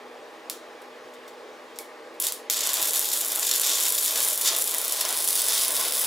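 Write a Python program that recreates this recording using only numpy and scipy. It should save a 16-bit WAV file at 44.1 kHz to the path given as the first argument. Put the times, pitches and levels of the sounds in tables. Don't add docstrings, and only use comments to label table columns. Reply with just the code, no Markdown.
import sys
import numpy as np
from scipy import signal
from scipy.io import wavfile
from scipy.ndimage import uniform_filter1d

SR = 44100
rng = np.random.default_rng(int(sys.argv[2]) if len(sys.argv) > 2 else 0)


def rack_gain(trim_db):
    fader = np.asarray(trim_db, float)
    return 10 ** (fader / 20)


def generate_wav(sig):
    pcm = np.round(np.clip(np.atleast_2d(sig).T, -1, 1) * 32767).astype(np.int16)
    wavfile.write(sys.argv[1], SR, pcm)


N = 267246


def evened(x):
    return x / np.sqrt(np.mean(x ** 2) + 1e-20)


def read(points, hz):
    f, value = np.transpose(points)
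    return np.interp(np.log(hz + 1), np.log(f + 1), value)


def bumps(peaks, hz):
    return sum(db / (1 + (2 * (hz - f) / width) ** 2) for f, width, db in peaks)


def causal(gain_db):
    log = np.log(rack_gain(np.maximum(gain_db, -90)))
    full = np.concatenate([log, log[-2:0:-1]])
    phase = -signal.hilbert(full).imag
    return np.fft.ifft(np.exp(full + 1j * phase)).real[:1024]


def wander(count, seconds):
    width = int(seconds * SR)
    drift = uniform_filter1d(uniform_filter1d(rng.standard_normal(count), width), width)
    return np.clip(evened(drift), -3, 2)


def add(mix, sound):
    mix[:len(sound)] += sound[:len(mix)]


# (time [s], level [dB], decay [s], dull minus bright [dB])
SCRAPES = [
    (0.818, -27, 0.0057, -3),
    (1.1363, -26.5, 0.014, 1.5),
    (1.2785, -21, 0.009, 1.5),
    (1.758, -21, 0.017, 5),
    (2.1415, -33, .01, -1),
]
# (start [s], end [s], first rate [1/s], last rate [1/s], level [dB],
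# dull minus bright [dB])
CHATTER = [
    (4.4545, 4.491, 520, 900, -3.5, 2),
    (4.443, 4.454, 500, 600, -11, -5),
]
# (frequency [Hz], density [dB per Hz])
SPARK = [(300, -53), (1000, -13.5), (2400, -10.5), (3100, -6.5), (5000, -0.5), (7500, 1), (10000, 5),
         (14000, 0), (16500, -1)]
# (frequency [Hz], density [dB per Hz])
ROAR = [(150, -29), (300, -10.5), (600, -2), (1000, -1), (1600, -6), (2500, -7.5), (4000, -8), (8000, -55)]


def sparks():
    dull, bright = np.zeros((2, 2, N))
    bursts = drops()
    for s, db, tilt_db in bursts:
        burst(dull, bright, s, db + 1, tilt_db, seconds=.0009, fizz=.21)
    for s, db, seconds, tilt_db in SCRAPES:
        burst(dull, bright, s, db, tilt_db, seconds, fizz=.8)
    for start, end, first, last, db, tilt_db in CHATTER:
        t = np.arange(start, end, 1 / SR)
        turns = np.cumsum(np.interp(t, (start, end), (first, last))) / SR
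        for s in t[1:][np.diff(turns // 1) > 0]:
            late, louder = rng.uniform(-1.2, 1, size=2)
            burst(dull, bright, s + .0003 * late, db + 1.6 * louder, tilt_db, seconds=.0004, fizz=.08)

    high, low, roar = arc_curves()
    flurry = rack_gain(3.4 * wander(N, 0.0023)) * shorted(bursts, seconds=0.012, depth_db=7.0)
    spark_db = 4.0 * np.minimum(rng.exponential(1, (2, N)), 3.0)
    sparks_per_s = 1500
    sizes = .45 + rack_gain(spark_db) * (rng.random((2, N)) < sparks_per_s / SR)
    one, two = rng.standard_normal((2, N)) * sizes
    dull += rack_gain(-3.5) * low * evened(flurry * (one + 0.42 * two))
    bright += rack_gain(-1.0) * high * evened(flurry * (two + 0.24 * one))

    split_hz = 6540
    hz = np.fft.rfftfreq(4096, 1 / SR)
    cross = (hz / split_hz) ** 8 + 1e-9
    out = np.zeros((2, N))
    for x, c in ((dull, cross), (bright, 1 / cross)):
        h = causal(read(SPARK, hz) - 10 * np.log10(1 + c))
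        out += signal.oaconvolve(x, h[None] / np.linalg.norm(h))[:, :N]

    gusts = rack_gain(2.4 * wander(N, 0.024)) * rng.standard_normal(N)
    gas = evened(signal.oaconvolve(gusts, causal(read(ROAR, hz))))
    return out + rack_gain(-1.5) * roar * gas[:N]


# (time [s], energy [dB], dull minus bright [dB])
STRIKES = [
    (.4987, -1.5, -3),
    (1.7877, -7, -5),
    (2.2006, -5, -9),
    (2.2231, -5, -18),
    (2.2685, 1, -5),
    (2.3226, -1, -7),
    (2.4996, 5, 1),
    (2.5085, 0, -6),
]
# (time [s], energy [dB])
POPS = [(2.6724, 0), (2.7333, 1), (2.7407, 2), (2.8267, 1), (2.9342, 0), (2.9936, 2), (3.4686, 0),
        (3.513, 0), (3.5976, 3), (3.6163, 1), (3.8071, 1), (3.8829, 0), (3.9232, 0), (4.049, 0),
        (4.2866, 1), (4.4128, 1), (4.5642, 1), (4.5856, 0), (4.6226, 2), (4.7468, 1), (4.9238, 2),
        (5.0105, 2), (5.2764, 1), (5.2881, 2), (5.3052, 0), (5.3292, 0), (5.3552, 1), (5.4182, 2),
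        (5.4851, 0), (5.9228, 1)]
# (time [s], energy [dB])
SPITS = [(2.6072, -1), (2.6392, -3), (2.6917, -1), (2.7701, -2), (2.8285, -5), (3.045, -3), (3.0888, -3),
         (3.1165, -1), (3.5289, -3), (3.5375, -1), (3.6342, -1), (3.6716, -2), (3.6953, -2), (3.7845, -2),
         (3.9807, -2), (4.08, -2), (4.157, -4), (5.0126, -1), (5.0137, -2), (5.0515, 0), (5.5049, -2),
         (5.6488, -3), (5.7673, -2), (5.8514, -2)]
# (first drop [s], last drop [s], period [s], energy [dB])
DRIPS = [(2.8578, 2.91, .0255, -3), (3.1375, 3.26, .0385, -2.5), (3.2837, 3.44, .0374, -1.5),
         (3.9522, 4.02, .062, -2), (4.1642, 4.38, .0422, -2), (4.6418, 4.9, .0345, -2.5),
         (5.0902, 5.25, .039, -3.5), (5.3944, 5.54, .0475, -2), (5.5955, 5.8, .0555, -2.5),
         (5.9513, 6.02, .0215, -2)]
# (middle [s], length [s], level [dB])
LULLS = [
    (2.907, .025, -9),
    (4.635, .025, -9),
    (5.037, 0.027, -4.5),
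    (5.725, 0.028, -2.5),
    (5.913, 0.051, -4.5),
]


def drops():
    pop_tilt_db, spit_tilt_db, drip_tilt_db = -9, 2, -10
    big = [(s, db, pop_tilt_db) for s, db in POPS] + [(s, db, spit_tilt_db) for s, db in SPITS]
    taken = np.array(big)[:, 0]
    jitter_s = .002
    for first, last, period, db in DRIPS:
        times = np.arange(first, last, period)
        for s, (late, louder) in zip(times, rng.standard_normal((len(times), 2))):
            if abs(taken - s).min() > period / 3:
                big.append((s + jitter_s * late * (s > first), db + louder, drip_tilt_db))

    necks = [(s - rng.uniform(.0015, .006), db - 4.5, tilt_db)
             for s, db, tilt_db in big if rng.random() < .5 and tilt_db < 0]

    spatter_per_s, from_s = 17, 2.57
    stray = rng.uniform(from_s, N / SR, int(spatter_per_s * (N / SR - from_s)))
    stray = [s for s in stray if all(abs(s - mid) > length for mid, length, _ in LULLS)]
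    spatter = [(s, -5.5 + 1.1 * rng.uniform(-1.7, 2), pop_tilt_db) for s in stray]

    rows = np.array(big + necks + spatter)
    tilt_spread_db = 4
    rows[:, 2] += tilt_spread_db * rng.uniform(-1.16, 1, len(rows))
    return list(STRIKES) + [tuple(row) for row in rows]


def burst(dull, bright, s, db, tilt_db, seconds, fizz):
    t = np.arange(2000) / SR
    attack_s = 0.00014
    shape = fizz * rng.choice([-1., 1.], 2000) * np.exp(-t / seconds) * np.minimum(t / attack_s, 1)
    shape[0] = -1
    both = rack_gain(db) * np.array([shape / np.linalg.norm(shape), t == 0]).T
    bright_share = 1 / (1 + rack_gain(2 * tilt_db))
    at = round(s * SR)
    add(dull.T[at:], np.sqrt(1 - bright_share) * both)
    add(bright.T[at:], np.sqrt(bright_share) * both)


# (time [s], sizzle [dB], dull minus bright [dB], gas roar re sizzle [dB])
FLASH = [
    (2.2, -27, -7, -26),
    (2.22, -29.5, -1, -14),
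    (2.25, -26, -0.5, -13),
    (2.29, -30, 0.5, -29),
]
# (time [s], sizzle [dB], dull minus bright [dB], gas roar re sizzle [dB])
ARC = [(2.5, -24, -4, -22), (2.58, -35.5, 7, -3.5), (2.76, -29, 0.5, -8.5), (2.96, -26, -1.5, -15),
       (3.159, -30, -1.5, -13.5), (3.259, -34, 0.5, -11), (3.38, -29, -5.5, -8.5),
       (3.52, -28.5, -0.5, -16.5), (3.86, -26.5, 0.5, -9.5), (3.98, -28.5, -3, -19.5),
       (4.16, -26.5, -1, -12), (4.4, -28.5, -3.5, -12.5), (4.66, -31, -2.5, -11), (5.1, -31.5, 1, -8),
       (5.28, -27, -5, -14), (5.54, -26.5, 2, -10), (5.7, -26.5, -5, -10), (6.06, -27.5, -4, -9.5)]
# (middle [s], length [s], extra dull sizzle [dB], extra gas roar [dB])
DIPS = [(2.683, 0.15, 1.5, 0.5), (3.479, 0.14, 5.5, -5), (3.686, .12, 4.5, 3.5), (4.257, 0.054, -2, 1.5),
        (4.475, 0.068, 9, -1), (4.521, .07, 2.5, 8), (4.764, 0.066, -1, 5.5), (5.084, 0.12, -1.5, 6),
        (5.39, 0.12, 1.5, -3), (5.826, 0.17, 2.8, 1.5)]


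def arc_curves():
    t, out = np.arange(N) / SR, np.zeros((3, N))
    for rows in (FLASH, ARC):
        s, bright, dull, roar = np.transpose(rows)
        on = (t >= s[0]) & (t <= s[-1])
        curves_db = [np.interp(t, s, v) for v in (bright, bright + dull, bright + roar)]
        out += on * rack_gain(np.array(curves_db))
    for s, length, dull_db, roar_db in DIPS:
        out[1:] *= rack_gain(np.outer([dull_db, roar_db], np.exp(-(2 * (t - s) / length) ** 4)))
    for s, length, db in LULLS:
        out *= rack_gain(db * np.exp(-(2 * (t - s) / length) ** 4))
    return uniform_filter1d(out, 60)


def shorted(bursts, seconds, depth_db):
    out = np.zeros(N)
    for s, db, _ in bursts:
        out[round((s - seconds) * SR):round(s * SR)] = -depth_db * (db >= -1)
    return rack_gain(uniform_filter1d(out, 90))


# (time [s], frequency [Hz], level [dB], t60 [s])
TUBE_TAPS = [
    (1.79, 2256, -40, .07),
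    (1.788, 800, -44, .08),
]


def tube():
    out, t = np.zeros(N), np.arange(6000) / SR
    for s, hz, db, t60 in TUBE_TAPS:
        add(out[round(s * SR):], rack_gain(db - 60 * t / t60) * np.sin(2 * np.pi * hz * t))
    return out


# (time [s], level [dB])
THUMPS = [(2.219, -65), (2.499, -49), (2.679, -62), (2.828, -54), (2.999, -64), (3.599, -59), (3.819, -61),
          (3.879, -64), (4.419, -65), (4.479, -69), (4.599, -64), (5.919, -60), (3.28, -65), (4.079, -71),
          (5.179, -72), (5.39, -71)]


def thumps():
    out, t = np.zeros(N), np.arange(1300) / SR
    peak_s = .0008
    for s, db in THUMPS:
        add(out[round(s * SR):], rack_gain(db + 8) * (t / peak_s) * np.exp(1 - t / peak_s))
    return out


# (frequency [Hz], width [Hz], gain at seam start [dB], gain at seam end [dB])
NOOKS = [(3523, 500, 6.5, 6.5), (5210, 570, -5.5, 1), (5490, 140, 6, 0.5), (7110, 750, 8, 1.5),
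         (8040, 480, 5, 3.5), (9020, 370, -6, -4), (9740, 1030, 7, 8), (11250, 500, -4, 4),
         (11600, 400, 7, 5), (12300, 370, 5, -10), (13200, 940, 8.5, 1.5), (13950, 600, -2, -3),
         (14840, 680, 4, 8)]
# (time [s], share done [0-1])
TRAVEL = [(2.2, .2), (2.6, 0.05), (3.9, 0.051), (4.4, 0.29), (4.9, 0.48), (5.2, 0.85), (6.06, 0.98)]


def nearby(x):
    hz = np.fft.rfftfreq(4096, 1 / SR)
    f, width, *ends = np.transpose(NOOKS)
    first, last = (signal.oaconvolve(x, causal(bumps(zip(f, width, db), hz)))[:N] for db in ends)
    done = np.clip(np.interp(np.arange(N) / SR, *np.transpose(TRAVEL)), 0, 1)
    return (1 - done) * first + done * last


# (frequency [Hz], t60 [s])
ROOM = [(500, 0.38), (2500, 0.35), (7000, 0.27), (16000, 0.19)]
# (frequency [Hz], side minus mid [dB])
ECHO_WIDE = [(500, -7), (2300, -1), (4400, -7), (9000, -6.5), (15000, -5)]


def room(x):
    taps = np.zeros((2, SR // 2))
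    at = np.arange(60, SR // 2 - 8, 8) + rng.integers(0, 8, (2, (SR // 2 - 61) // 8))
    np.put_along_axis(taps, at, rng.choice([-1., 1.], at.shape), 1)
    hz, t, z = signal.stft(taps, SR, nperseg=128)
    z[1] *= rack_gain(read(ECHO_WIDE, hz))[:, None]
    decay = rack_gain(-60 * t / read(ROOM, hz)[:, None])
    mid, side = signal.istft(z * decay, SR, nperseg=128)[1]
    tail = np.array([mid + side, mid - side]) / np.linalg.norm(mid)
    return signal.fftconvolve(x[None], tail, axes=1)[:, :N]


# (frequency [Hz], density [dB per Hz])
FAN = [(18, -85), (30, -42), (221, -23), (245, -12), (280, -28), (311, -9.5), (449, -5), (554, -8.5),
       (866, -10.5), (1320, -15.5), (1810, -12.5), (2680, -19), (3670, -20.5), (12000, -37.5), (16000, -42)]
# (frequency [Hz], width [Hz], gain [dB])
FAN_BOX = [(325.5, 19, 5.5), (443, 24, 9.5), (493, 16, 9), (608, 19, 13.5), (820, 9.9, 10.5),
           (1125, 300, 6), (2060, 34, -0.5)]
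# (frequency [Hz], side minus mid [dB])
WIDE = [(60, -14), (200, -18), (380, -19), (700, -12), (1290, -10), (2380, -7.5), (4400, -7.5), (8120, -8),
        (15000, -8)]
# (frequency [Hz], left phase lead [rad])
LEAD = [(150, 0.14), (600, 0.32), (2300, 0.56), (3500, 0.33), (4400, 0.01)]


def fan():
    frames, hz = N // 512 + 5, np.fft.rfftfreq(2048, 1 / SR)
    a, b, c, d, patches = rng.standard_normal((frames, 1025, 5)).T
    patches = evened(uniform_filter1d(uniform_filter1d(patches, 16, 0), 6, 1))
    mid = a + 1j * b
    side = rack_gain(read(WIDE, hz))[:, None] * (c + 1j * d)
    side = side + 1j * np.tan(read(LEAD, hz) / 2)[:, None] * mid
    tone_db = (read(FAN, hz) + bumps(FAN_BOX, hz))[:, None]
    z = np.array([mid + side, mid - side]) * rack_gain(tone_db + 1.1 * patches)
    air_db, blade_hz, blade_db = -44, 251.8, -62.5
    air = rack_gain(air_db) * evened(signal.istft(z, nperseg=2048, noverlap=1536)[1][:, :N])

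    turns = np.cumsum(blade_hz * (1 + 0.0062 * wander(N, .15))) / SR
    blade = np.sin(2 * np.pi * turns) + 1.3 * np.sin(4 * np.pi * turns)
    return air + np.sqrt(2) * rack_gain(blade_db + 2.5 * wander(N, 0.1)) * blade


def scene():
    direct, spread = sparks() + tube()
    spread = 0.45 * spread + .48 * nearby(spread)
    return rack_gain(-2.0) * nearby(direct) + rack_gain(-4) * room(spread) + fan()


def overload(x):
    return signal.sosfilt(signal.butter(3, 85., "high", fs=SR, output="sos"), np.tanh(x))


# (mid level [dB], share [0-1])
KEPT = [(-38, .58), (-32, .26)]


def narrowed(x, chance_db=4.5, spared=.13, lead=564):
    mid, side = (x[0] + x[1]) / 2, np.pad((x[0] - x[1]) / 2, (lead, 0))
    z = signal.stft(side, nperseg=2048, noverlap=1024, window="cosine")[2]
    edges = np.r_[0:40:4, 40:96:8, 96:256:16, 256:768:32]
    widths = np.diff(np.r_[edges, len(z)])
    db = 10 * np.log10(np.add.reduceat(abs(z) ** 2, edges) / widths[:, None] + 1e-20)
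    chance = chance_db * rng.standard_normal(db.shape)
    rank = (db + chance).argsort(axis=0).argsort(axis=0) / len(edges)

    level_db = 10 * np.log10(abs(uniform_filter1d(mid ** 2, size=2048)) + 1e-12)
    at = np.clip(np.arange(z.shape[1]) * 1024 - lead, 0, N - 1)
    share = np.interp(level_db[at], *np.transpose(KEPT))
    whole = (rng.random(len(share)) < spared) & (share < KEPT[0][1])
    keep = (rank >= 1 - share) | whole
    z = z * np.repeat(keep, widths, axis=0)
    side = signal.istft(z, nperseg=2048, noverlap=1024, window="cosine")[1][lead:lead + N]
    return np.array([mid + side, mid - side])


def band_limit(x):
    return signal.sosfilt(signal.butter(12, 16960, fs=SR, output="sos"), x)


def record(dry):
    edge_hz = 15750
    edge = signal.firwin(301, edge_hz, window=("kaiser", 6), fs=SR)[None]
    heard = overload(dry) + thumps()
    mix = narrowed(signal.oaconvolve(heard, edge, "same"))
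    return band_limit(mix)


dry = scene()
out = record(dry)
generate_wav(out)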